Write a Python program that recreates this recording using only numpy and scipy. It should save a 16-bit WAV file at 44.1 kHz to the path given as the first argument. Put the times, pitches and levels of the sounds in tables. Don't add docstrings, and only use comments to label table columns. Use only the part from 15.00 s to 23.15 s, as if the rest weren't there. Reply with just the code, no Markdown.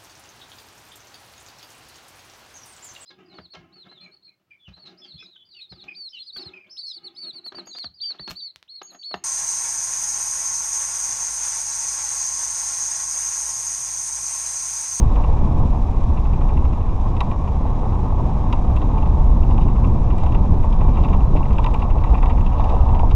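import sys
import numpy as np
from scipy import signal
from scipy.fft import rfft, irfft
from scipy.io import wavfile
from scipy.ndimage import uniform_filter1d

SR = 44100
rng = np.random.default_rng(int(sys.argv[2]) if len(sys.argv) > 2 else 0)


def to_wav(s):
    ch = np.atleast_2d(s).T
    pcm = np.round(np.clip(ch, -1, 1) * 32767)
    wavfile.write(sys.argv[1], SR, pcm.astype(np.int16))


N = 359415
TIME = np.arange(N) / SR

# t/s, bounce level/dB, tyre level/dB
SHAKE = [(0, -17, -21.5), (0.54, -18, -17.5), (0.85, -21.5, -21), (1.65, -19, -21), (2.2, -23, -23),
         (2.8, -23, -21.5), (3.35, -22.5, -20.5), (3.75, -21, -20.5), (4.3, -16.5, -18.5),
         (5.05, -19.5, -17), (5.4, -17, -18.5), (6.2, -18, -17), (6.8, -20, -21.5), (7.15, -16, -21),
         (7.5, -20, -21.5), (8.1, -15, -21.5)]
# f/Hz, level/dB
BOUNCE_SPECTRUM = [(4, -15.5), (13, -1), (22, -4), (28, 4), (36, -2.5), (60, -4.5), (75, -9), (110, -22.5),
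                   (250, -83.5)]
# f/Hz, level/dB
TYRE_SPECTRUM = [(35, -36), (60, -1.5), (75, -2), (100, -3.5), (130, -7), (170, -10), (250, -15),
                 (320, -19.5), (450, -27.5), (700, -37), (1400, -73.5)]

def rumble(bounce_db, tyres_db, damping, lump_db):
    sway = noise(BOUNCE_SPECTRUM)
    swing_size = np.sqrt(uniform_filter1d(abs(signal.hilbert(sway)) ** 2, size=4000))
    bounce = unit_rms(sway / swing_size ** damping) * gain_curve(SHAKE, column=1)
    drum = unit_rms(noise(TYRE_SPECTRUM) * gain_of(lump_db * drift(10))) * gain_curve(SHAKE, column=2)
    return gain_of(bounce_db) * bounce + gain_of(tyres_db) * drum


# t/s, level/dB
GRIT = [(0, -33), (0.3, -31.5), (0.8, -34.5), (2.0, -34), (2.4, -33), (3.5, -32), (4.3, -34), (5.3, -33),
        (6.65, -33), (7.25, -31.5), (7.45, -34.5), (7.58, -31), (7.7, -28.5), (8.15, -33.5)]
# f/Hz, level/dB
PANEL_SPECTRUM = [(150, -26.5), (300, -10.5), (450, -6), (680, -5.5), (760, -1.5), (810, -5), (870, 0),
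                  (960, -3), (1120, -5), (1195, -14.5), (1250, -12), (1350, -24), (1700, -28.5),
                  (4000, -44)]

def gravel(db, grains_per_s, spread_db, clump_db):
    grains = clicks(grains_per_s, spread_db) * gain_of(clump_db * drift(39))
    crunch = signal.oaconvolve(grains, ring(lambda hz: spectrum_gain(PANEL_SPECTRUM, hz)))[:N]
    return gain_of(db) * unit_rms(crunch) * gain_curve(GRIT)


# t/s, peak level/dB, middle of the ring f/Hz
STONES = [(0.2884, -18, 700), (1.6234, -23, 890), (3.1249, -18, 760), (3.1971, -16.5, 830),
          (3.442, -23, 870), (3.9733, -15.5, 880), (4.5873, -18, 890), (5.2353, -12.5, 740),
          (5.6454, -15, 760), (5.8181, -15.5, 860), (5.975, -15.5, 850), (6.1488, -19, 800),
          (6.3534, -13.5, 570), (6.4074, -17, 1000), (6.5718, -26, 920), (6.5956, -21, 980),
          (6.675, -24, 980), (6.6878, -20, 1000), (6.8542, -18, 760), (6.9658, -17, 620),
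          (7.136, -16.5, 600), (7.2347, -19, 1040), (7.5979, -14, 720), (7.6428, -18.5, 780),
          (7.659, -22, 780), (7.7251, -15, 680), (7.7396, -12.5, 620), (7.7614, -19, 770),
          (7.8008, -21, 1000), (7.8382, -17, 790), (7.8633, -18, 890), (7.8809, -19, 640),
          (7.9288, -17, 1020), (7.9559, -15.5, 790), (7.97, -22, 890), (8.0008, -16, 860),
          (8.0334, -11, 690), (8.0375, -20, 800), (8.0638, -19.5, 700)]

def stones(db, width_hz, grind_db, grind_rise_s, size=2600):
    out = np.zeros(N)
    pressure = swell(np.arange(size) / SR, grind_rise_s)
    for s, peak_db, centre_hz in STONES:
        knock = panel_ring(centre_hz, width_hz)
        outline = abs(signal.hilbert(knock))
        grind = signal.fftconvolve(rng.standard_normal(size) * pressure, knock)[:size]
        add(out, s - outline.argmax() / SR, gain_of(peak_db + db) * knock / outline.max())
        add(out, s, gain_of(peak_db + db + grind_db) * grind / abs(grind).max())
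    return out


def panel_ring(centre_hz, width_hz):
    return ring(lambda hz: spectrum_gain(PANEL_SPECTRUM, hz) / (1 + ((hz - centre_hz) / width_hz) ** 2))


def through_frame(knocks, top_hz):
    return signal.sosfilt(signal.butter(6, top_hz, fs=SR, output="sos"), knocks)


# f/Hz, width/Hz, level/dB
PART_RINGS = [(1930, 92, -2), (2400, 90, -2.5), (2696, 210, -0.5), (3230, 630, -11), (3700, 370, -7.5),
              (4850, 270, -16)]
# f/Hz, level/dB
CLICK_SPECTRUM = [(500, -24), (1300, 6), (1700, -10), (2100, -4.5), (2800, -2.5), (3800, -17), (4300, -20),
                  (6000, -22.5), (8000, -33), (10500, -37), (15000, -56.5)]

def loose_part_gain(hz, hard_db=0, ring_hz=2450, ring_db=0, reach_hz=260):
    ring_power = sum(gain_of(db) ** 2 / (1 + (2 * (hz - f) / width) ** 2) ** 2
                     for f, width, db in PART_RINGS)
    click_power = (gain_of(-3.5) * spectrum_gain(CLICK_SPECTRUM, hz)) ** 2
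    octaves = np.clip(np.log2((hz + 1) / 2600), -.4, .8)
    colour_db = hard_db * octaves + ring_db * hump(hz, ring_hz, reach_hz)
    return np.sqrt(ring_power + click_power) * gain_of(colour_db)


# t/s, level/dB, rise time/s, hardness/(dB per octave), favoured ring f/Hz
CLACKS = [(0.156, -41.5, 0.0033, -3, 2550), (0.236, -41.5, 0.0045, -9, 2550),
          (2.165, -43.5, 0.0033, 0, 2300.0), (2.205, -30.5, 0.0016, 2, 3750),
          (2.2055, -32.5, 0.003, -1, 2000), (2.311, -41, 0.0027, -7, 2650),
          (2.472, -43.5, 0.0055, -6, 2600.0), (3.526, -31, 0.0026, 0, 2880),
          (3.761, -38.5, 0.0048, -2, 2750), (3.815, -42, 0.0045, -2, 3700.0),
          (3.975, -43, 0.0061, 1, 2300.0), (4.023, -45, 0.0035, -1, 2900.0),
          (4.055, -45.0, 0.0041, -6, 2600.0), (4.431, -46.5, 0.0026, 8, 2750),
          (4.508, -45.5, 0.0024, 1, 2900.0), (4.579, -43.0, 0.0015, 3, 2860),
          (4.607, -44, 0.0091, 6, 2600.0), (4.676, -44, 0.0078, -9, 2600.0),
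          (4.757, -45, 0.0035, -9.0, 2610), (4.841, -40.5, 0.0035, -4, 2450),
          (5.102, -41.5, 0.0038, -11, 2770), (5.181, -44.5, 0.0024, 2, 2300), (5.234, -45, 0.003, 3, 1950),
          (5.26, -41.5, 0.0033, -2, 2750), (5.321, -44, 0.0022, -3, 2750), (5.344, -38, 0.0035, -5, 2650),
          (5.628, -43.5, 0.007, -1, 1950.0), (5.725, -42, 0.003, 0, 3150), (5.805, -41, 0.0055, -5, 2450.0),
          (5.887, -48, 0.0025, -11, 2750.0), (5.966, -38.5, 0.0074, -13, 2440),
          (6.044, -36.5, 0.0052, -4, 2600.0), (6.084, -44, 0.0026, -5, 2750.0),
          (6.127, -36.5, 0.007, -9.0, 2600.0), (6.202, -43, 0.0045, -16, 2740),
          (6.357, -38, 0.0082, -1, 2450.0), (6.428, -41.5, 0.0031, -11, 2600.0),
          (6.453, -43, 0.0021, -15, 2300.0), (6.503, -40, 0.0043, -13, 2450.0),
          (6.529, -47, 0.0025, 4, 2750), (6.5825, -31.5, 0.0024, -7, 2700), (6.633, -47, 0.003, 0, 2750),
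          (6.6415, -32.5, 0.0018, 0, 3800), (6.6615, -32, 0.0025, -2, 2550),
          (6.739, -34.5, 0.0037, -2, 2560), (6.789, -45, 0.0094, 8, 1950.0),
          (6.817, -35, 0.0055, -9.0, 2600.0), (6.899, -41.5, 0.0048, -11, 2600.0),
          (6.98, -45.5, 0.0035, -6, 2750.0), (7.036, -37, 0.0037, -1.5, 2100.0),
          (7.056, -45, 0.0076, -9.0, 2600.0), (7.137, -34.5, 0.0088, -9.5, 2620),
          (7.177, -42, 0.0045, -6, 2450.0), (7.224, -34, 0.005, -7.5, 2000),
          (7.256, -39.5, 0.0028, 1, 1950.0), (7.294, -35.5, 0.0076, -7, 2450.0),
          (7.374, -44, 0.0045, -10, 2750.0), (7.407, -47, 0.0022, 1, 2600.0),
          (7.462, -39.5, 0.0036, -2, 2900.0), (7.518, -42.5, 0.0076, -7, 2750.0),
          (7.603, -41.5, 0.0028, 0, 2290), (7.639, -42.5, 0.0032, 8, 2650), (7.691, -42, 0.0045, 8, 2100.0),
          (7.809, -45, 0.0017, 5, 2750.0), (7.888, -45.5, 0.0018, -3, 2300.0),
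          (7.94, -41.5, 0.0075, 0, 1950.0), (7.991, -39.5, 0.003, 5, 2350), (8.101, -51, 0.0016, 5, 2750),
          (8.109, -37.5, 0.0034, 1, 3150)]

def rattles(blows, db, ring_db, reach_hz, slam_db, slam_s, settle_db, settle_s, contacts_per_s):
    size = 2600
    out, t = np.zeros(N), np.arange(size) / SR
    for s, blow_db, rise_s, hard_db, ring_hz in blows:
        body = ring(lambda hz: loose_part_gain(hz, hard_db, ring_hz, ring_db, reach_hz))
        settling = gain_of(settle_db) * np.minimum(t / rise_s, 1) * np.exp(-t / settle_s)
        force = swell(t, rise_s) + settling
        contacts = force * rng.choice([-1, 1], size) * (rng.random(size) < contacts_per_s / SR)
        slam = gain_of(slam_db) * np.exp(-rise_s / slam_s) * np.linalg.norm(contacts)
        add(contacts, rise_s, np.array([slam]))
        burst = signal.fftconvolve(contacts, body)[:size]
        add(out, s, gain_of(blow_db + db) * unit_rms(burst))
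    return out


def rocking_taps(from_s, to_s, per_s, first_db, fade_db_per_s, rise_s, hard_db, ring_hz):
    taps = []
    for s in np.arange(from_s, to_s, 1 / per_s):
        tap_db = first_db - fade_db_per_s * (s - from_s) + rng.normal(0, 1.7)
        taps.append((s, tap_db, rise_s, hard_db, rng.normal(ring_hz, 90)))
    return taps


def panel_thuds(blows, centre_hz, width_hz, delay_s, rise_s, size=2600):
    out = np.zeros(N)
    push = swell(np.arange(size) / SR, rise_s)
    body = panel_ring(centre_hz, width_hz)
    for s, blow_db, blow_rise_s, *_ in blows:
        thud = signal.fftconvolve(rng.standard_normal(size) * push, body)[:size]
        add(out, s + blow_rise_s + delay_s, gain_of(blow_db) * unit_rms(thud))
    return out


# middle t/s, reach to either side/s, level/dB
ROUGH_STRETCHES = [(5.27, 0.084, -52), (6.06, 0.12, -52.5), (6.66, 0.15, -55), (7.23, 0.16, -61.5),
                   (7.7, 0.28, -56)]

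def buzz(clump_db, panel_db, rest_db):
    roughness = sum(gain_of(db) * hump(TIME, s, reach_s) for s, reach_s, db in ROUGH_STRETCHES)
    contacts = clicks(per_s=2500, spread_db=2) * gain_of(clump_db * drift(35))
    part = signal.oaconvolve(contacts, ring(loose_part_gain))[:N]
    panel = signal.oaconvolve(contacts, ring(lambda hz: spectrum_gain(PANEL_SPECTRUM, hz)))[:N]
    return (unit_rms(part) + gain_of(panel_db) * unit_rms(panel)) * (gain_of(rest_db) + roughness)


# t/s, peak level/dB, fade time of the splintering/s
SNAPS = [(2.311, -54, 0.0008), (3.528, -52, 0.001), (3.764, -45, 0.001), (4.024, -53, 0.001),
         (4.621, -55, 0.001), (4.902, -54, 0.0002), (5.173, -53, 0.0002), (5.182, -44, 0.0008),
         (5.237, -48, 0.001), (5.323, -56, 0.001), (5.426, -52, 0.0002), (5.649, -48, 0.0002),
         (5.684, -52, 0.0002), (6.53, -47, 0.0012), (6.586, -51, 0.002), (6.6345, -48, 0.0012),
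         (6.6425, -51, 0.001), (6.7415, -42, 0.0016), (7.181, -55, 0.001), (7.208, -55, 0.0008),
         (7.229, -50, 0.002), (7.411, -50, 0.002), (8.102, -51, 0.001)]
# f/Hz, level/dB
SNAP_SPECTRUM = [(1200, -11.5), (3000, 0.5), (4400, -6), (6000, -0.5), (7500, -0.5), (8800, -11.5),
                 (10500, -10), (12500, -14), (15000, -30)]

def pebbles(db, splinter_db, tick_db, ticks_per_s, spread_db, size=600):
    out, t = np.zeros(N), np.arange(size) / SR
    body = ring(lambda hz: spectrum_gain(SNAP_SPECTRUM, hz))
    first_click = t == 0
    for s, peak_db, fade_s in SNAPS:
        splinters = gain_of(splinter_db) * rng.standard_normal(size) * np.exp(-t / fade_s)
        crack = signal.fftconvolve(first_click + splinters, body)
        add(out, s, gain_of(peak_db + db) * crack / abs(crack).max())
    ticks = signal.oaconvolve(clicks(ticks_per_s, spread_db), body)[:N]
    return out + gain_of(tick_db) * ticks * gain_curve(GRIT)


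# f/Hz, level/dB
HISS_SPECTRUM = [(300, -3.5), (1500, 5.5), (2000, 3), (2450, 9.5), (3000, 0), (3400, 2.5), (3850, 4),
                 (4250, -5.5), (5700, -1), (7000, -5.5), (8500, -14), (10500, -16.5), (12500, -27.5),
                 (15000, -46.5)]

def air(db, flutter_db, early_db, early_s):
    level_db = db + flutter_db * drift(49) + early_db * hump(TIME, 0, early_s)
    return gain_of(level_db) * noise(HISS_SPECTRUM)


# middle t/s, reach to either side/s, f/Hz, level/dB
PASSING_TONES = [(5.25, 0.24, 2390, -61.5), (5.95, 0.18, 2360, -62.5), (6.3, 0.16, 4054, -71)]

def passing_tones(waver_hz):
    out = np.zeros(N)
    for s, reach_s, hz, db in PASSING_TONES:
        phase = 2 * np.pi * np.cumsum(hz + waver_hz * drift(12)) / SR
        out += gain_of(db) * hump(TIME, s, reach_s) * np.sqrt(2) * np.sin(phase)
    return out


# f/Hz, level/dB
WHINE_TONES = [(9530, -99), (9590, -88.5), (9650, -82.5), (9710, -99)]

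def camera_whine():
    return sum(gain_of(db) * np.sqrt(2) * np.sin(2 * np.pi * (hz * TIME + rng.random()))
               for hz, db in WHINE_TONES)


def gain_of(db):
    return 10 ** (np.asarray(db) / 20)


def unit_rms(x):
    return x / np.sqrt(np.mean(x ** 2) + 1e-20)


def hump(x, middle, reach):
    return np.exp(-((x - middle) / reach) ** 2)


def swell(t, rise_s):
    return t / rise_s * np.exp(1 - t / rise_s)


def gain_curve(rows, column=1):
    rows = np.asarray(rows)
    return gain_of(np.interp(TIME, rows[:, 0], rows[:, column]))


def spectrum_gain(spectrum, hz):
    f, db = np.transpose(spectrum)
    return gain_of(np.interp(np.log(hz + 1), np.log(f), db)) / np.maximum(hz / f[-1], 1) ** 4


def noise(spectrum):
    hz = np.fft.rfftfreq(N, 1 / SR)
    return unit_rms(irfft(rfft(rng.standard_normal(N)) * spectrum_gain(spectrum, hz), N))


def drift(per_s):
    hz = np.fft.rfftfreq(N, 1 / SR)
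    return unit_rms(irfft(rfft(rng.standard_normal(N)) * hump(hz, 0, per_s), N))


def ring(gain_at, size=4096):
    log_gain = np.log(gain_at(abs(np.fft.fftfreq(size, 1 / SR))) + 1e-6)
    response = np.exp(np.conj(signal.hilbert(log_gain)))
    sound = np.fft.ifft(response).real[:size // 2]
    return sound / np.linalg.norm(sound)


def clicks(per_s, spread_db):
    strength = gain_of(spread_db * np.minimum(rng.exponential(1, N), 4))
    return strength * rng.choice([-1, 1], N) * (rng.random(N) < per_s / SR)


def add(mix, s, sound):
    part = mix[max(round(s * SR), 0):][:len(sound)]
    part += sound[:len(part)]


def scene():
    rolling = rumble(bounce_db=5.0, tyres_db=-1.1, damping=0.65, lump_db=1.53)
    rolling += gravel(db=-0.03, grains_per_s=3500, spread_db=1.4, clump_db=1.15)
    background = air(db=-55.5, flutter_db=1.17, early_db=2.2, early_s=0.66)
    background += camera_whine() + passing_tones(waver_hz=4)
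    blows = CLACKS + rocking_taps(from_s=1.171, to_s=1.9, per_s=12.6, first_db=-42.855, fade_db_per_s=5,
                                  rise_s=0.00452, hard_db=-8.5, ring_hz=2550)
    knocks = stones(db=-0.44, width_hz=350, grind_db=-7.5, grind_rise_s=0.0046)
    knocks += panel_thuds(blows, centre_hz=1020, width_hz=190, delay_s=0.00045, rise_s=0.0035)
    chatter = buzz(clump_db=4.5, panel_db=15, rest_db=-65.0)
    chatter += rattles(blows, db=-8.5, ring_db=6.0, reach_hz=480, slam_db=1, slam_s=0.0025,
                       settle_db=-21, settle_s=0.015, contacts_per_s=6000)
    snaps = pebbles(db=4, splinter_db=-8, tick_db=-31.5, ticks_per_s=30, spread_db=2.5)
    return (rolling + through_frame(knocks, top_hz=1510) + chatter + snaps + background)[None]


def record(dry):
    rounding_from, headroom, top_hz = .65, .22, 15700
    excess = np.maximum(abs(dry) - rounding_from, 0)
    rounded = dry - np.sign(dry) * (excess - headroom * np.tanh(excess / headroom))
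    treble_cut = signal.firwin(511, top_hz, window=("kaiser", 9), fs=SR)
    return signal.oaconvolve(rounded, treble_cut[None], "same")


dry = scene()
out = record(dry)
to_wav(out)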